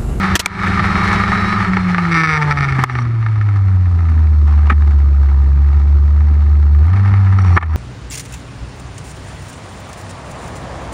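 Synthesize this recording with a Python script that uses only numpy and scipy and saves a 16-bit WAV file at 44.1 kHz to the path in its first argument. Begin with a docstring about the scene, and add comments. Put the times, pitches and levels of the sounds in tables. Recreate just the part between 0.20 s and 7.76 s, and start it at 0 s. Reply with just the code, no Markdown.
"""On the road, aboard a small two-stroke buggy; the microphone is in a camera on a pole clamped to the
frame. The engine runs at full speed, lifts off near 1.4 s, falls to idle and blips again at 6.65 s; the
brake squeals twice. Firing hum, gear whine, driveline drone, rattles and blows come up the pole and are
heard very close. Rattles, knocks and blows ring in the camera housing, and the hardest blows make the
limiter duck everything."""
import sys
import numpy as np
from scipy import signal
from scipy.fft import rfft, irfft
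from scipy.io import wavfile
from scipy.ndimage import uniform_filter1d, minimum_filter1d

SR = 44100
rng = np.random.default_rng(int(sys.argv[2]) if len(sys.argv) > 2 else 0)


def bounce(signal):
    """Save signal as a 16-bit WAV file at the path given by the first command-line argument."""
    frames = np.transpose(np.atleast_2d(signal))
    limited = np.clip(frames, -1, 1)
    pcm = np.round(limited * 32767).astype(np.int16)
    wavfile.write(sys.argv[1], SR, pcm)


N = 333396

# Engine speed and the rattle that goes with it: t/s, firing rate/Hz, rattle level/dB
ENGINE_RUN = [(0, 189.9, -19), (.58, 199, -18), (.86, 202.6, -16), (1.14, 205.5, -18), (1.28, 205, -18),
              (1.35, 208.2, -20), (1.43, 197.4, -19), (1.5, 189, -22.5), (1.72, 179.4, -24),
              (1.88, 168.9, -22), (1.96, 164.6, -20.5), (2.2, 150.7, -21), (2.32, 145.7, -21.5),
              (2.5, 136, -26), (2.72, 125, -23.5), (2.88, 116.9, -37), (3.18, 106.3, -35.5),
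              (3.48, 95.94, -38), (3.93, 79.55, -36.5), (4.23, 73.6, -42), (4.38, 73.8, -35.5),
              (4.65, 73, -41), (4.85, 70.32, -39), (5.33, 69.1, -39), (5.5, 71.5, -36.5), (5.81, 71.5, -41),
              (6.0, 74, -38.5), (6.58, 72.8, -40), (6.64, 77.3, -35), (6.7, 89.9, -34), (6.76, 97.5, -33),
              (6.95, 99, -32), (7.07, 96, -31.5), (7.2, 96.4, -33), (7.3, 89.46, -28), (7.53, 76.93, -32)]
# Firing orders as the pole carries them: firing rate/Hz, then level/dB of orders 1, 2, 3 and 5
POLE_ORDERS = [(69.3, -9, -31.5, -43.5, -47.5), (71.9, -8.5, -34.5, -40.5, -42.5),
               (73.7, -8.5, -42, -39, -49.5), (83.2, -10, -32, -33, -61), (80.6, -11, -31.5, -36.5, -63),
               (97.1, -11, -34.5, -52, -61.5), (107, -13, -48, -42, -66), (117, -15.5, -34, -40, -61),
               (138.14, -16.5, -38, -42, -47), (145.4, -15.5, -42.5, -38.5, -33), (150, -13, -40, -32, -32),
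               (158, -15, -25, -33, -40), (165, -17, -29, -42, -50), (187, -14.5, -49, -50, -72),
               (192, -19.5, -35.5, -45.5, -37), (193, -23.5, -34.5, -51.5, -40.5),
               (210, -21.5, -44.5, -46, -36)]
# Orders that join at higher revs: order, level/dB against the fifth
HIGH_REV_ORDERS = [(4, -8.5), (6, 6), (7, -4)]
# The throttle opening again: t/s, length/s, level/dB
THROTTLE_BLIP = [(6.65, .7, 0)]
# Wheel speed: t/s, rotation rate/Hz
WHEEL_SPEED = [(0, 24.1), (.35, 24.7), (.9, 25.7), (1.35, 26.3), (1.6, 25.6), (1.95, 24.3), (2.6, 21.5)]
# Gear teeth meshing: multiple of the firing rate or the wheel rate, level/dB
ENGINE_MESH, WHEEL_MESH = [(19, -59), (26, -69)], [(164, -54)]
# Load on the gears: t/s, engine side gain/dB, wheel side gain/dB
GEAR_LOAD = [(0, 10, 8), (1.35, 21.5, 7.5), (1.45, -25, 4), (2, -35, 4), (2.3, -29.5, -35.5)]
# Load on the driveline: t/s, gain of its tones
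DRIVE_LOAD = [(0, 0.58), (1.45, 1), (2, 0.68), (2.6, 0.12)]
# Driveline drone and road rumble together: t/s, gain/dB
DRONE_GAIN = [(0, -20.5), (.6, -17.5), (1.5, -20), (2, -29), (2.4, -19.5), (3.3, -26.5), (5, -23.5),
              (7, -24), (7.56, -20)]
# Driveline tones: multiple of the wheel rate, relative level/dB
DRIVELINE_ORDERS = [(1, -5.5), (2.75, 0), (3.95, 6.5), (7, 6), (10, -60.5), (14, -11)]
# Spectrum of the road rumble: f/Hz, relative level/dB
ROAD_SPECTRUM = [(20, -21.5), (45, -9), (80, 14), (120, 2), (200, -6.5), (340, -9), (460, -20.5),
                 (700, -21), (1000, -45.5)]
# Main modes of the camera housing: f/Hz, width/Hz, relative level/dB
HOUSING_MODES = [(350, 129, -12), (831, 142, -7), (970, 50, -9.5), (1236, 192, 1), (1791, 226, -5.5),
                 (2186, 236, -6.5), (2550, 1320, -25.5)]
# Its treble modes: f/Hz, width/Hz, relative level/dB
HOUSING_TREBLE = [(3430, 1400, -7.5), (3880, 400, 1), (4170, 380, 1.5), (5540, 1670, -6.5),
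                  (7550, 1900, -13.5), (10600, 2700, -22)]
# The duller rattle at idle: f/Hz, width/Hz, relative level/dB
IDLE_MODES = [(340, 130, -5), (768.6, 95, 0.5), (956, 110, -1), (1227.3, 220, 0.5), (1810, 540, -10),
              (2630, 860, -20)]
# Hard blows on the pole: t/s, level/dB, scrape length/s, bright share/dB, ring f/Hz, ring level/dB
POLE_BLOWS = [(.154, 3.5, 0.0086, 2.5, 1830, 0), (0.193, -5.5, 0.01, 8.5, 1800, -20),
              (0.252, -22, 0.0018, -10, 6000, -23), (0.259, 7, 0.00044, -1, 2290, 6.5),
              (2.585, -18.5, 0.018, -36, 196, -11), (2.6377, 2.5, 0.0024, -19, 1114, 2),
              (4.497, -9, 0.0092, -38, 1750, -23), (4.517, -20, 0.0076, -30, 216, -10),
              (7.364, -13.5, 0.0075, -38, 340, -14.5), (7.374, 6, 0.0038, -47, 1180, 8),
              (7.41, -14, .004, -30, 1195, -12), (7.425, -7, 0.007, -38, 1180, -3)]
# Bare contact noise: f/Hz, width/Hz, relative level/dB
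CONTACT_BANDS = [(2500, 4900, 1), (3700, 180, -2), (5700, 3800, -7), (9500, 3500, -21)]
# Loose parts knocking: t/s, relative level/dB
LOOSE_KNOCKS = [(0.594, -0.5), (.755, -2.5), (.916, -3), (.96, -1.5), (1.0, -6.5), (1.037, 3), (1.079, -2),
                (1.118, -2), (1.327, -5), (1.404, -7), (1.447, -10), (1.534, -3), (1.569, -0.5),
                (1.697, -10), (1.746, 0), (1.782, 2), (1.852, -6), (2.551, -13), (2.697, -0.5),
                (2.753, -3.5), (2.787, -6), (2.818, -16.5), (2.852, -19.5), (3.027, -18.5), (3.063, -9.5),
                (3.158, -16.5), (3.212, -12.5), (3.288, -15.5), (3.658, -22), (3.79, -21), (3.852, -23),
                (3.886, -23), (3.94, -26), (3.976, -23), (4.071, -23), (4.13, -26.5), (4.39, -36),
                (4.431, -25), (4.458, -26), (4.622, -20), (5.087, -30), (6.006, -21), (6.073, -29),
                (6.152, -28), (6.207, -22), (6.265, -27), (6.353, -26), (6.424, -32), (6.548, -23.5),
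                (6.796, -16.5), (6.858, -14.5), (6.939, -11.5), (7.187, -8)]
# A loose part chattering: t/s, length/s, level/dB
CHATTER_SPELLS = [(1.912, 0.019, -16.5), (1.94, 0.076, -14.5), (2.018, 0.0067, -19), (2.03, 0.034, -10),
                  (2.068, 0.017, -11.5), (2.088, 0.089, -11), (2.21, 0.019, -15.5), (2.305, 0.023, -13.5),
                  (2.368, .022, -17), (2.405, 0.0043, -17), (2.42, 0.036, -20), (2.48, 0.028, -21.5),
                  (2.52, .01, -21.5), (2.582, 0.023, -29)]
# Modes of that part: f/Hz, width/Hz, relative level/dB
LOOSE_PART_MODES = [(774, 94, -9), (1288, 157, 8.5), (1790, 117, 7), (2206, 210, 4.5), (3660, 380, -17.5),
                    (4740, 740, -18), (5830, 200, -16.5), (8080, 450, -31)]
# The brake squealing: t/s, length/s, level/dB
SQUEAL_SPELLS = [(2.33, 0.27, -72), (2.58, 0.047, -53), (2.7, .125, -50.5), (7.181, .012, -39),
                 (7.212, 0.0067, -42), (7.232, 0.21, -52), (7.47, 0.073, -56)]
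# Tones of the brake disc: f/Hz, width/Hz, relative level/dB
DISC_MODES = [(5650, 280, -2), (4430, 100, -3), (8560, 300, -16)]


def gain_of(db):
    """Decibels to amplitude."""
    return 10 ** (np.asarray(db) / 20)


def unit_rms(x):
    """The signal scaled to rms 1."""
    return x / np.sqrt(np.mean(x ** 2) + 1e-20)


def along(rows):
    """The columns of a timed table at every sample."""
    times, *columns = np.transpose(rows)
    return [np.interp(np.arange(N) / SR, times, column) for column in columns]


def spells(rows, rise_s, fall_s):
    """An envelope in which each row swells, holds and dies away."""
    t = np.arange(N) / SR
    return sum(gain_of(db) * np.clip((t - start) / rise_s, 0, 1)
               * np.exp(-np.maximum(t - start - length, 0) / fall_s) for start, length, db in rows)


def drift(hz):
    """Random wander below hz, at rms 1."""
    return unit_rms(signal.sosfilt(signal.butter(4, hz, fs=SR, output="sos"), rng.standard_normal(N)))


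def tone(turns, db, waver_db, wobble_rad):
    """A sine whose level and phase wander."""
    amplitude = np.sqrt(2) * gain_of(db + waver_db * drift(26))
    return amplitude * np.cos(2 * np.pi * turns + wobble_rad * drift(8.3))


def resonate(x, hz, width_hz):
    """One resonance of gain 1: shift hz down to zero, smooth, shift back."""
    carrier = np.exp(2j * np.pi * np.cumsum(np.full(len(x), hz)) / SR)
    decay = np.exp(-np.pi * width_hz / SR)
    return 2 * (carrier * signal.lfilter([1 - decay], [1, -decay], x / carrier + 1e-18)).real


def ring(x, modes):
    """The signal through a set of modes, scaled so that white noise keeps its rms."""
    click = np.eye(1, 4096)[0]
    response = sum((-1) ** k * gain_of(db) * resonate(resonate(click, hz, width), hz, 2 * width)
                   for k, (hz, width, db) in enumerate(modes))
    return signal.oaconvolve(x, response / np.linalg.norm(response))[:len(x)]


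def engine(firing_hz, firings):
    """The firing hum and its orders, each as loud as the pole carries it at this speed."""
    rates, *levels = np.transpose(POLE_ORDERS)
    hum_db, second_db, third_db, fifth_db = (np.interp(firing_hz, rates, db) for db in levels)
    blip = spells(THROTTLE_BLIP, rise_s=0.076, fall_s=0.05)

    def order(k, db):
        return tone(k * firings, db + 2 * drift(3.3), waver_db=2.4, wobble_rad=0.31)
    hum = tone(firings, hum_db + 2 * blip + 0.14 * drift(5), waver_db=0.3, wobble_rad=0.032)
    low_orders = hum + order(2, second_db + 7 * blip) + order(3, third_db)
    high_orders = sum(order(k, fifth_db + db) for k, db in HIGH_REV_ORDERS)
    high_revs = np.clip((firing_hz - 100) / 30, 0, 1)
    # at full revs the sixth order meets a housing mode at 1253 Hz and rings roughly
    rough_sixth = tone(6 * firings + 0.089 * drift(65), db=-23, waver_db=3.5, wobble_rad=2)
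    near_mode = np.exp(-((6 * firing_hz - 1253) / 30) ** 2)
    return low_orders + near_mode * rough_sixth + order(5, fifth_db) + high_revs * high_orders


def gear_whine(firings, wheel_turns):
    """Thin whine of meshing teeth: the engine side sings under load, the wheel side also coasting."""
    load_db, coast_db = along(GEAR_LOAD)
    engine_side = sum(tone(k * firings, db + load_db, 1.5, 5.1) for k, db in ENGINE_MESH)
    wheel_side = sum(tone(k * wheel_turns, db + coast_db, 2.1, 1.3) for k, db in WHEEL_MESH)
    return engine_side + wheel_side


def driveline_and_road(wheel_turns):
    """Wavering tones on the wheel's orders, strongest under load, over the rumble of the road."""
    drone = sum(tone(k * wheel_turns, db, 0.63, 0.66) for k, db in DRIVELINE_ORDERS)
    drone = along(DRIVE_LOAD)[0] * unit_rms(drone)
    road_hz, road_db = np.transpose(ROAD_SPECTRUM)
    bin_hz = np.fft.rfftfreq(N, 1 / SR)
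    spectrum_db = np.interp(np.log(bin_hz + 1), np.log(road_hz), road_db, right=-90)
    road = irfft(rfft(rng.standard_normal(N)) * gain_of(spectrum_db), N)
    rumble = 0.65 * unit_rms(road) * gain_of(2.8 * drift(20))
    return gain_of(along(DRONE_GAIN)[0]) * (drone + rumble)


def rattle(firing_hz, firings, rattle_db, ticks_per_s=2500, bumps_per_s=16):
    """Ticks and hiss throb with the firing and ring in the housing; road bumps start short bursts."""
    tick_sizes = gain_of(1.9 * np.minimum(rng.exponential(1, N), 4))
    ticks = tick_sizes * (rng.random(N) < ticks_per_s / SR) * rng.choice([-1, 1], N)
    throb = 1 + 0.33 * np.cos(2 * np.pi * firings + 1.3 * drift(25))
    bumps = rng.exponential(1, N) * (rng.random(N) < bumps_per_s / SR)
    t = np.arange(3000) / SR
    bursts = signal.oaconvolve(bumps, np.exp(-t / 0.015) * np.minimum(t / 0.002, 1))[:N]
    shake = throb * (0.31 * unit_rms(ticks) + 0.56 * rng.standard_normal(N)) * gain_of(0.84 * drift(33))
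    idle = np.clip((125 - firing_hz) / 45, 0, 0.9)
    pulsing = 1 + 0.34 * idle * np.cos(2 * np.pi * firings)  # at idle each firing is a separate shake
    jolts = pulsing * shake * (1 + (0.25 + 0.78 * idle) * bursts)  # bumps stand out at low revs
    body = np.sqrt(1 - idle) * ring(jolts, HOUSING_MODES)
    body += np.sqrt(idle) * ring(jolts * rng.choice([-1, 1], N), IDLE_MODES)
    treble = ring(shake * (1 + 0.42 * bursts), HOUSING_TREBLE)
    # the treble follows the body down to a floor, which lifts at idle
    treble_gain = np.hypot(gain_of(rattle_db - 21), gain_of(-63 + 7.5 * idle))
    return gain_of(rattle_db) * unit_rms(body) + treble_gain * unit_rms(treble)


def blows():
    """Each blow on the pole is a scrape and a short contact ring; the bright share skips the housing."""
    scrapes, bright, rings = np.zeros((3, N))
    t = np.arange(5000) / SR
    for start, db, length, bright_db, hz, ring_db in POLE_BLOWS:
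        at = round(start * SR)
        span = slice(at, at + len(t))
        t60_s = 0.015 + 1.95 * length  # a longer scrape dies away more slowly
        envelope = gain_of(db - 60 * np.maximum(t - length, 0) / t60_s) * np.minimum(t / 0.0012, 1)
        scrape = envelope * rng.standard_normal(len(t))
        scrapes[span] += scrape
        bright[span] += gain_of(bright_db) * scrape
        rise_s = 0.0016 + 0.28 / hz  # a low thud swells more slowly
        rings[span] += gain_of(ring_db) * t / rise_s * np.exp(1 - t / rise_s) * np.sin(2 * np.pi * hz * t)
    return rings + ring(scrapes, HOUSING_MODES) + ring(bright, CONTACT_BANDS)


def knocks(rattle_db, small_per_s=9, t60_s=0.048):
    """Loose parts knock into the housing: a sharp tick, then a noisy tail. Small ones come by chance."""
    hits = gain_of(rattle_db + 10 - 0.5 * rng.standard_normal(N)) * (rng.random(N) < small_per_s / SR)
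    times, db = np.transpose(LOOSE_KNOCKS)
    hits[np.round(times * SR).astype(int)] = gain_of(db)
    t = np.arange(2000) / SR
    tails = rng.standard_normal(N) * signal.oaconvolve(hits, gain_of(-60 * t / t60_s))[:N]
    strikes = 3.37 * hits + 0.25 * tails
    return ring(strikes, HOUSING_MODES) + gain_of(-25.5) * ring(strikes, LOOSE_PART_MODES[4:])


def chatter(firings):
    """As the revs fall through its resonance, a loose part taps, scrapes and bounces once per firing."""
    lag = 0.3 + 0.015 * drift(60)  # the bounce comes about a third of a turn later
    taps = np.diff(np.floor(firings), prepend=0)
    bounces = np.diff(np.floor(firings - lag), prepend=-1)
    contacts = unit_rms((taps + 0.35 * bounces) * gain_of(rng.standard_normal(N)))
    scrape = 0.15 * np.exp(-(firings % 1) / 0.3) * rng.standard_normal(N)
    envelope = spells(CHATTER_SPELLS, rise_s=0.0023, fall_s=0.0013)
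    return ring((contacts + scrape) * envelope, LOOSE_PART_MODES)


def brake_squeal():
    """The brake disc rings in fuzzy, flickering whistles."""
    envelope = spells(SQUEAL_SPELLS, rise_s=0.008, fall_s=0.006) * gain_of(3.4 * drift(40))
    return envelope * ring(rng.standard_normal(N), DISC_MODES)


def scene():
    """Everything that reaches the microphone on the pole, in mono."""
    firing_hz, rattle_db = along(ENGINE_RUN)
    firings = np.cumsum(firing_hz) / SR
    wheel_turns = np.cumsum(along(WHEEL_SPEED)[0]) / SR
    mix = engine(firing_hz, firings) + gear_whine(firings, wheel_turns) + driveline_and_road(wheel_turns)
    mix += rattle(firing_hz, firings, rattle_db) + blows() + knocks(rattle_db)
    mix += chatter(firings) + brake_squeal()
    return mix[None]


def record(dry, threshold_db=-2.4, hold_samples=1200, recovery_db_per_s=90.5, cutoff_hz=15300):
    """The camera's limiter ducks at once, holds and climbs back steadily; then a clip and a low-pass."""
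    peak = -minimum_filter1d(-abs(dry[0]), size=hold_samples + 1, origin=hold_samples // 2)
    climb_db = np.arange(N) * recovery_db_per_s / SR
    held_db = np.maximum.accumulate(20 * np.log10(peak + 1e-9) + climb_db) - climb_db
    duck_db = uniform_filter1d(np.maximum(held_db - threshold_db, 0), size=60)
    limited = np.clip(dry / gain_of(duck_db), -0.97, 0.97)
    lowpass = signal.firwin(511, cutoff_hz, window=("kaiser", 9), fs=SR)
    return signal.oaconvolve(limited, lowpass[None], "same")


dry = scene()
out = record(dry)
bounce(out)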